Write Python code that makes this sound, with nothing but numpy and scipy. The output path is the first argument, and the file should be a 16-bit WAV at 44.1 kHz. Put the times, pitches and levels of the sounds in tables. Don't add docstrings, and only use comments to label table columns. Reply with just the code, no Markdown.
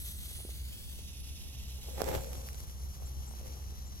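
import sys
import numpy as np
from scipy import signal
from scipy.fft import rfft, irfft
from scipy.io import wavfile
from scipy.ndimage import map_coordinates

SR = 44100
rng = np.random.default_rng(int(sys.argv[2]) if len(sys.argv) > 2 else 0)


def persist_wave(psi):
    counts = np.round(np.clip(psi, -1, 1) * 32767).astype(np.int16)
    wavfile.write(sys.argv[1], SR, np.atleast_2d(counts).T)


N = 176400
T = np.arange(N) / SR
HZ = np.maximum(np.arange(N // 2 + 1) * SR / N, 1)


def amp(db):
    return 10 ** (np.asarray(db) / 20)


def curves(table):
    times, *columns = np.array(table, float).T
    return [np.interp(T, times, col) for col in columns]


def equalise(x, table):
    hz, *columns = np.array(table, float).T
    gain_db = [np.interp(np.log(HZ), np.log(hz), col) for col in columns]
    return irfft(rfft(x) * amp(gain_db), N)


def white():
    return rng.standard_normal((2, N)) * np.sqrt(SR / 2)


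def unit(x):
    return x / np.sqrt(np.mean(x ** 2))


def drift(rate_hz):
    return unit(irfft(rfft(rng.standard_normal(N)) / (1 + (HZ / rate_hz) ** 2), N))


def pan(db):
    return amp(np.array([[db], [-db]]) / 2)


def phase_of(hz):
    return 2 * np.pi * np.cumsum(hz) / SR


def noise_band(hz, spread_hz):
    phase = phase_of(hz)
    return unit(drift(spread_hz) * np.cos(phase) + drift(spread_hz) * np.sin(phase))


def delay(x, ms):
    return map_coordinates(x, [(T - ms / 1000) * SR], order=5, mode="mirror")


def slips(per_s, spread_db):
    jolts = (rng.random((2, N)) < per_s / SR) * rng.standard_normal((2, N))
    return jolts * amp(spread_db * np.minimum(rng.exponential(size=(2, N)), 4))


# (frequency [Hz], left [dB], right [dB])
HISS_OPEN_EQ = [(500, -110, -110), (1180, -103, -103), (2440, -97, -97.5), (3410, -87, -86),
                (4400, -97.5, -92.5), (5700, -98, -92), (6300, -97.5, -89), (7040, -95.5, -99),
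                (8400, -91, -111), (9150, -98, -96), (9740, -96, -89), (10900, -90, -97),
                (11400, -83.5, -91), (12900, -91.5, -94), (15600, -93.5, -102)]
# (frequency [Hz], left [dB], right [dB])
HISS_PRESSED_EQ = [(499, -110, -110), (1630, -105, -106), (2110, -99.5, -100), (2680, -90, -92),
                   (3540, -94.5, -85.5), (4500, -91, -92.5), (5200, -99, -87.5), (6240, -94, -86.5),
                   (7070, -92, -98), (7950, -94.5, -104), (9500, -108, -101), (9840, -104, -87.5),
                   (10750, -101, -91.5), (11400, -86.5, -95.5), (13000, -98, -93), (15500, -95.5, -104)]
# (frequency [Hz], left [dB], right [dB])
HISS_SHIFTED_EQ = [(495, -106, -106), (1101.3, -99, -89), (2132.6, -99, -102), (2840, -94.5, -102),
                   (3420, -94.5, -94.5), (5040, -93, -94), (5710, -84.5, -87), (6430, -88.5, -96),
                   (6940, -94, -100), (7900, -96.5, -107), (10010, -104, -101), (10550, -101, -83.5),
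                   (11270, -85, -93.5), (12600, -93, -97.5), (13900, -96.5, -102), (14700, -103, -111)]
# (time [s], gain [dB], treble shelf [dB])
HISS_RIDE = [(0, 0.5, 3), (.4, 1.5, -2), (.6, 1, -1.5), (.95, -1, 0.5), (1.1, 0, -2.5), (1.6, -0.5, -2.5),
             (1.9, -1, 1), (2.3, -1, 2), (2.8, -3.5, 1), (3.5, -2.5, -1), (4, -3, -2.5)]
# (time [s], left mic lead [ms], delay off the plastic [ms], reflection gain [0-1])
HISS_PATHS = [(0, 0.16, .51, 0.22), (.4, 0.15, 0.46, .1), (.6, .14, 0.452, 0.3), (1, 0.12, 0.32, 0.15),
              (1.2, 0.09, 0.368, .1), (2.02, 0.1, 0.302, 0.02), (2.2, .42, 0.29, 0.2),
              (4, 0.43, 0.32, 0.11)]


def hiss():
    flow_db, treble_db = curves(HISS_RIDE)
    lead_ms, echo_ms, reflection = curves(HISS_PATHS)
    shared_power, face_gain, face_path_ratio = .8, .15, 3.12
    jet = white()[0]
    direct = np.sqrt(shared_power) * np.array([jet, delay(jet, lead_ms)])
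    direct += np.sqrt(1 - shared_power) * white()
    off_plastic = np.array([reflection * delay(mic, echo_ms) for mic in direct])
    off_face = np.array([face_gain * delay(mic, face_path_ratio * echo_ms) for mic in direct])
    air = direct + off_plastic + off_face
    press_s, press_fade_s, shift_s, shift_fade_s = .99, .12, 2.21, .14
    pressed = np.clip((T - press_s) / press_fade_s + .5, 0, 1)
    shifted = np.clip((T - shift_s) / shift_fade_s + .5, 0, 1)
    air = ((1 - pressed) * equalise(air, HISS_OPEN_EQ)
           + (pressed - shifted) * equalise(air, HISS_PRESSED_EQ)
           + shifted * equalise(air, HISS_SHIFTED_EQ))
    shelf_hz, flicker_db = 7050, 1.5
    body = irfft(rfft(air) / (1 + (HZ / shelf_hz) ** 10), N)
    treble = (air - body) * amp(treble_db)
    return (body + treble) * amp(flow_db + flicker_db * drift(23))


# (time [s], centre [Hz], relative level [dB])
LEAK_LOW = [(0, 4300, -66), (.55, 4450, -65), (.8, 4500, -62.5), (1.02, 4550, -64), (1.15, 4500, -95)]
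# (time [s], centre [Hz], relative level [dB], tremolo depth [0-1])
LEAK_MID = [(0, 8000, -57, 0.1), (.33, 8360, -53, 0.2), (.65, 8100, -63.5, 0), (.92, 7970, -64, 0.33),
            (1.15, 8000, -72, 0.65), (1.7, 8100, -70.5, 0.9), (2.05, 8010, -58, 0.13),
            (2.5, 8070, -67, 0.7), (2.8, 8120, -75, 0.34)]
# (time [s], centre [Hz], relative level [dB])
LEAK_HIGH = [(0, 10080, -48), (.13, 10000, -51), (.23, 10260, -57), (.37, 10200, -47.5),
             (.52, 10250, -54.5), (.65, 10840, -58), (1, 10820, -58.5), (1.4, 10220, -59),
             (1.9, 10300, -78), (2.3, 10300, -83)]


def leak_whistles():
    low_hz, low_db = curves(LEAK_LOW)
    mid_hz, mid_db, depth = curves(LEAK_MID)
    high_hz, high_db = curves(LEAK_HIGH)
    tremolo_hz = 13 * (1 + .17 * drift(5.5))
    tremolo = 1 + depth * np.sin(phase_of(tremolo_hz))
    mid = noise_band(mid_hz * (1 + .011 * drift(26)), spread_hz=260) * amp(mid_db) * tremolo
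    high = noise_band(high_hz * (1 + .0059 * drift(25.4)), spread_hz=600) * amp(high_db)
    low = noise_band(low_hz * (1 + .027 * drift(38.6)), spread_hz=260) * amp(low_db)
    return (low + mid * unit(pan(15)) + high * unit(pan(-12))) / np.sqrt(2)


# (time [s], pitch [Hz], relative level [dB])
MOTOR_DRONE = [(0, 62.7, -43), (.35, 62.3, -48), (.52, 62.65, -51), (.66, 62.2, -38.5), (.8, 61.97, -55),
               (1.2, 64.05, -43), (1.4, 64.3, -58.5), (1.6, 64.06, -43), (2.2, 63.8, -42),
               (2.72, 64.98, -46.5), (2.88, 64.06, -41), (3.1, 63.87, -39.5), (3.5, 64.07, -47.5),
               (4, 63.4, -45)]


def motor():
    hz, db = curves(MOTOR_DRONE)
    waver_hz, waver_db, octave_db, trim_db = .15, 1, -15, -1.5
    phase = phase_of(hz + waver_hz * drift(14))
    hum = np.sqrt(2) * (np.sin(phase) + amp(octave_db) * np.sin(2 * phase))
    return hum * amp(db + trim_db + waver_db * drift(18))


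# (frequency [Hz], mid [dB per Hz], side [dB per Hz])
RUMBLE_EQ = [(15, -78, -64), (42, -68.5, -77), (75.6, -62.5, -73.5), (101, -75.5, -102), (163, -81, -86),
             (194.4, -79.5, -101), (257, -88, -94.5), (660, -100, -101), (1050, -106, -107),
             (3680, -120, -120)]


def rumble():
    mid, side = equalise(white(), RUMBLE_EQ)
    return np.array([mid + side, mid - side])


# (frequency [Hz], bandwidth [Hz], gain [dB])
SKIN_MODES = [(205, 30, -5), (373, 20, 4.5), (417, 22, 2), (455, 20, 3.5), (541, 36, 1.5), (630, 22, 0),
              (683, 22, 0), (744, 30, 1.5), (812, 24, 1), (1180, 60, -16)]


def skin_ring(x):
    response = sum(amp(db) / (1 + 1j * (HZ - hz * hz / HZ) / width) for hz, width, db in SKIN_MODES)
    return irfft(rfft(x) * response, N)


# (time [s], level [dB], pitch [Hz], pan [dB])
KNOCK_HITS = [(.314, -49, 605, -5), (0.391, -48.5, 650, -3), (.404, -46.5, 660, -5), (0.451, -37, 298, 2.5),
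              (.492, -44.5, 510, -6), (0.991, -47, 406.3, -6), (1.886, -44, 453, 23),
              (1.983, -38, 734, -10), (2.007, -23.5, 646, 3), (2.0184, -23, 560, -18.5),
              (2.037, -36.5, 640, 22), (2.152, -31.5, 400, -8), (2.175, -27, 80.9, 2), (2.189, -39, 71, 12),
              (2.205, -31, 70.2, 6), (3.023, -46, 603, 11), (3.312, -43.5, 720, 2), (3.338, -46, 738, 8),
              (3.413, -46, 520.5, 0), (3.461, -46, 593, -8), (3.483, -35.5, 69.5, 4)]


def knocks():
    fade_cycles, ring_db = .33, -3.5
    pushes = np.zeros((2, N))
    for peak_s, db, hz, pan_db in KNOCK_HITS:
        cycles = (T - peak_s) * hz
        envelope = np.exp(-np.minimum(np.abs(cycles) / fade_cycles, 50))
        pushes -= amp(db) * pan(pan_db) * np.cos(2 * np.pi * cycles) * envelope
    return pushes + amp(ring_db) * skin_ring(pushes)


# (frequency [Hz], left [dB], right [dB])
CREASE_EQ = [(150, -14, -14), (800, 0, 1), (3000, -5, -4), (6000, -1, 0), (9200, -7, -7), (12000, -2, -1),
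             (15800, -9, -8)]
# (time [s], pre-EQ level [dB], pan [dB])
TICK_HITS = [(.491, -53, 4), (1.981, -39, -4), (2.018, -25.5, -14), (2.042, -31, -9), (2.208, -40, -3),
             (2.236, -37, -3), (2.245, -35.5, -7), (2.32, -39, -3), (2.332, -33, -4), (2.354, -37, -6),
             (2.416, -38, -2), (2.488, -33, -3.5), (2.531, -40, -5), (2.545, -37, -2), (2.604, -35, 6),
             (2.697, -38, 2), (3.45, -47, -2), (3.47, -46, 8), (3.641, -48, -7)]


def ticks():
    decay_s = .0011
    envelope = np.zeros((2, N))
    for start_s, db, pan_db in TICK_HITS:
        decay = np.exp(-np.clip((T - start_s) / decay_s, 0, 50))
        envelope += amp(db) * pan(pan_db) * (T >= start_s) * decay
    return equalise(envelope * rng.standard_normal((2, N)), CREASE_EQ)


def chamber_echo(x):
    round_trip_s, damping_hz = .0112, 3000
    feedback = .5 / (1 + (HZ / damping_hz) ** 2)
    return irfft(rfft(x) / (1 - feedback * np.exp(-2j * np.pi * HZ * round_trip_s)), N)


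# (time [s], creak level [dB], scrape level [dB])
RUB_RIDE = [(0, -92, -93), (1.75, -66, -90), (1.89, -58, -52), (1.94, -65, -53), (2.0, -42, -43),
            (2.035, -40.5, -50), (2.055, -44, -40.5), (2.09, -37.5, -36), (2.135, -39.5, -39.5),
            (2.153, -31, -31.5), (2.19, -48, -46), (2.28, -59, -48.5), (2.34, -52.5, -50), (2.46, -62, -57),
            (2.8, -65.5, -73), (3.05, -61.5, -81), (3.22, -64, -98), (3.46, -61, -50.5), (3.58, -61, -64),
            (4, -71.5, -83)]
# (frequency [Hz], left [dB], right [dB])
SCRAPE_EQ = [(151, 15, 22.5), (300, -5, 18), (500, 30, -0.5), (1150, -17, -2.5), (2250, -6, 5),
             (4270, -12, -2.5), (7500, -17, 3.5), (9800, -35, -8), (11800, -20, 8), (15800, -21, -7)]


def rubbing():
    creak_db, scrape_db = curves(RUB_RIDE)
    creak = unit(skin_ring(slips(per_s=500, spread_db=0)))
    grains = equalise(slips(per_s=9000, spread_db=1.5), SCRAPE_EQ)
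    scrape = unit(chamber_echo(grains))
    return creak * amp(creak_db) * pan(-2.5) + scrape * amp(scrape_db)


# (time [s], level [dB])
CRACKLE_RIDE = [(1.9, -85), (2.05, -64), (2.25, -67), (2.55, -64), (2.75, -71), (4, -77)]


def crackle():
    snaps = equalise(slips(per_s=420, spread_db=1), CREASE_EQ)
    return unit(snaps) * amp(curves(CRACKLE_RIDE)[0])


# (time [s], length [s], start pitch [Hz], end pitch [Hz], pre-pan level [dB])
BIRD_CHIRPS = [(3.05, 0.032, 7960, 7130, -65), (3.263, 0.041, 7800, 7090, -63.5),
               (3.275, 0.067, 9420, 8050, -69), (3.851, 0.048, 7070, 7185, -65.5)]


def bird():
    chirps = np.zeros(N)
    for start_s, length_s, start_hz, end_hz, db in BIRD_CHIRPS:
        progress = np.clip((T - start_s) / length_s, 0, 1)
        glide_hz = start_hz + (end_hz - start_hz) * progress
        chirps += amp(db) * np.sin(np.pi * progress) * noise_band(glide_hz, spread_hz=360)
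    return chirps * pan(19)


def scene():
    air = hiss() + leak_whistles()
    plastic = knocks() + rubbing() + crackle() + ticks()
    return air + plastic + bird() + motor() + rumble()


def record(dry):
    cutoff_hz = 15850
    return signal.sosfilt(signal.ellip(10, .2, 70, cutoff_hz, fs=SR, output="sos"), dry)


dry = scene()
out = record(dry)
persist_wave(out)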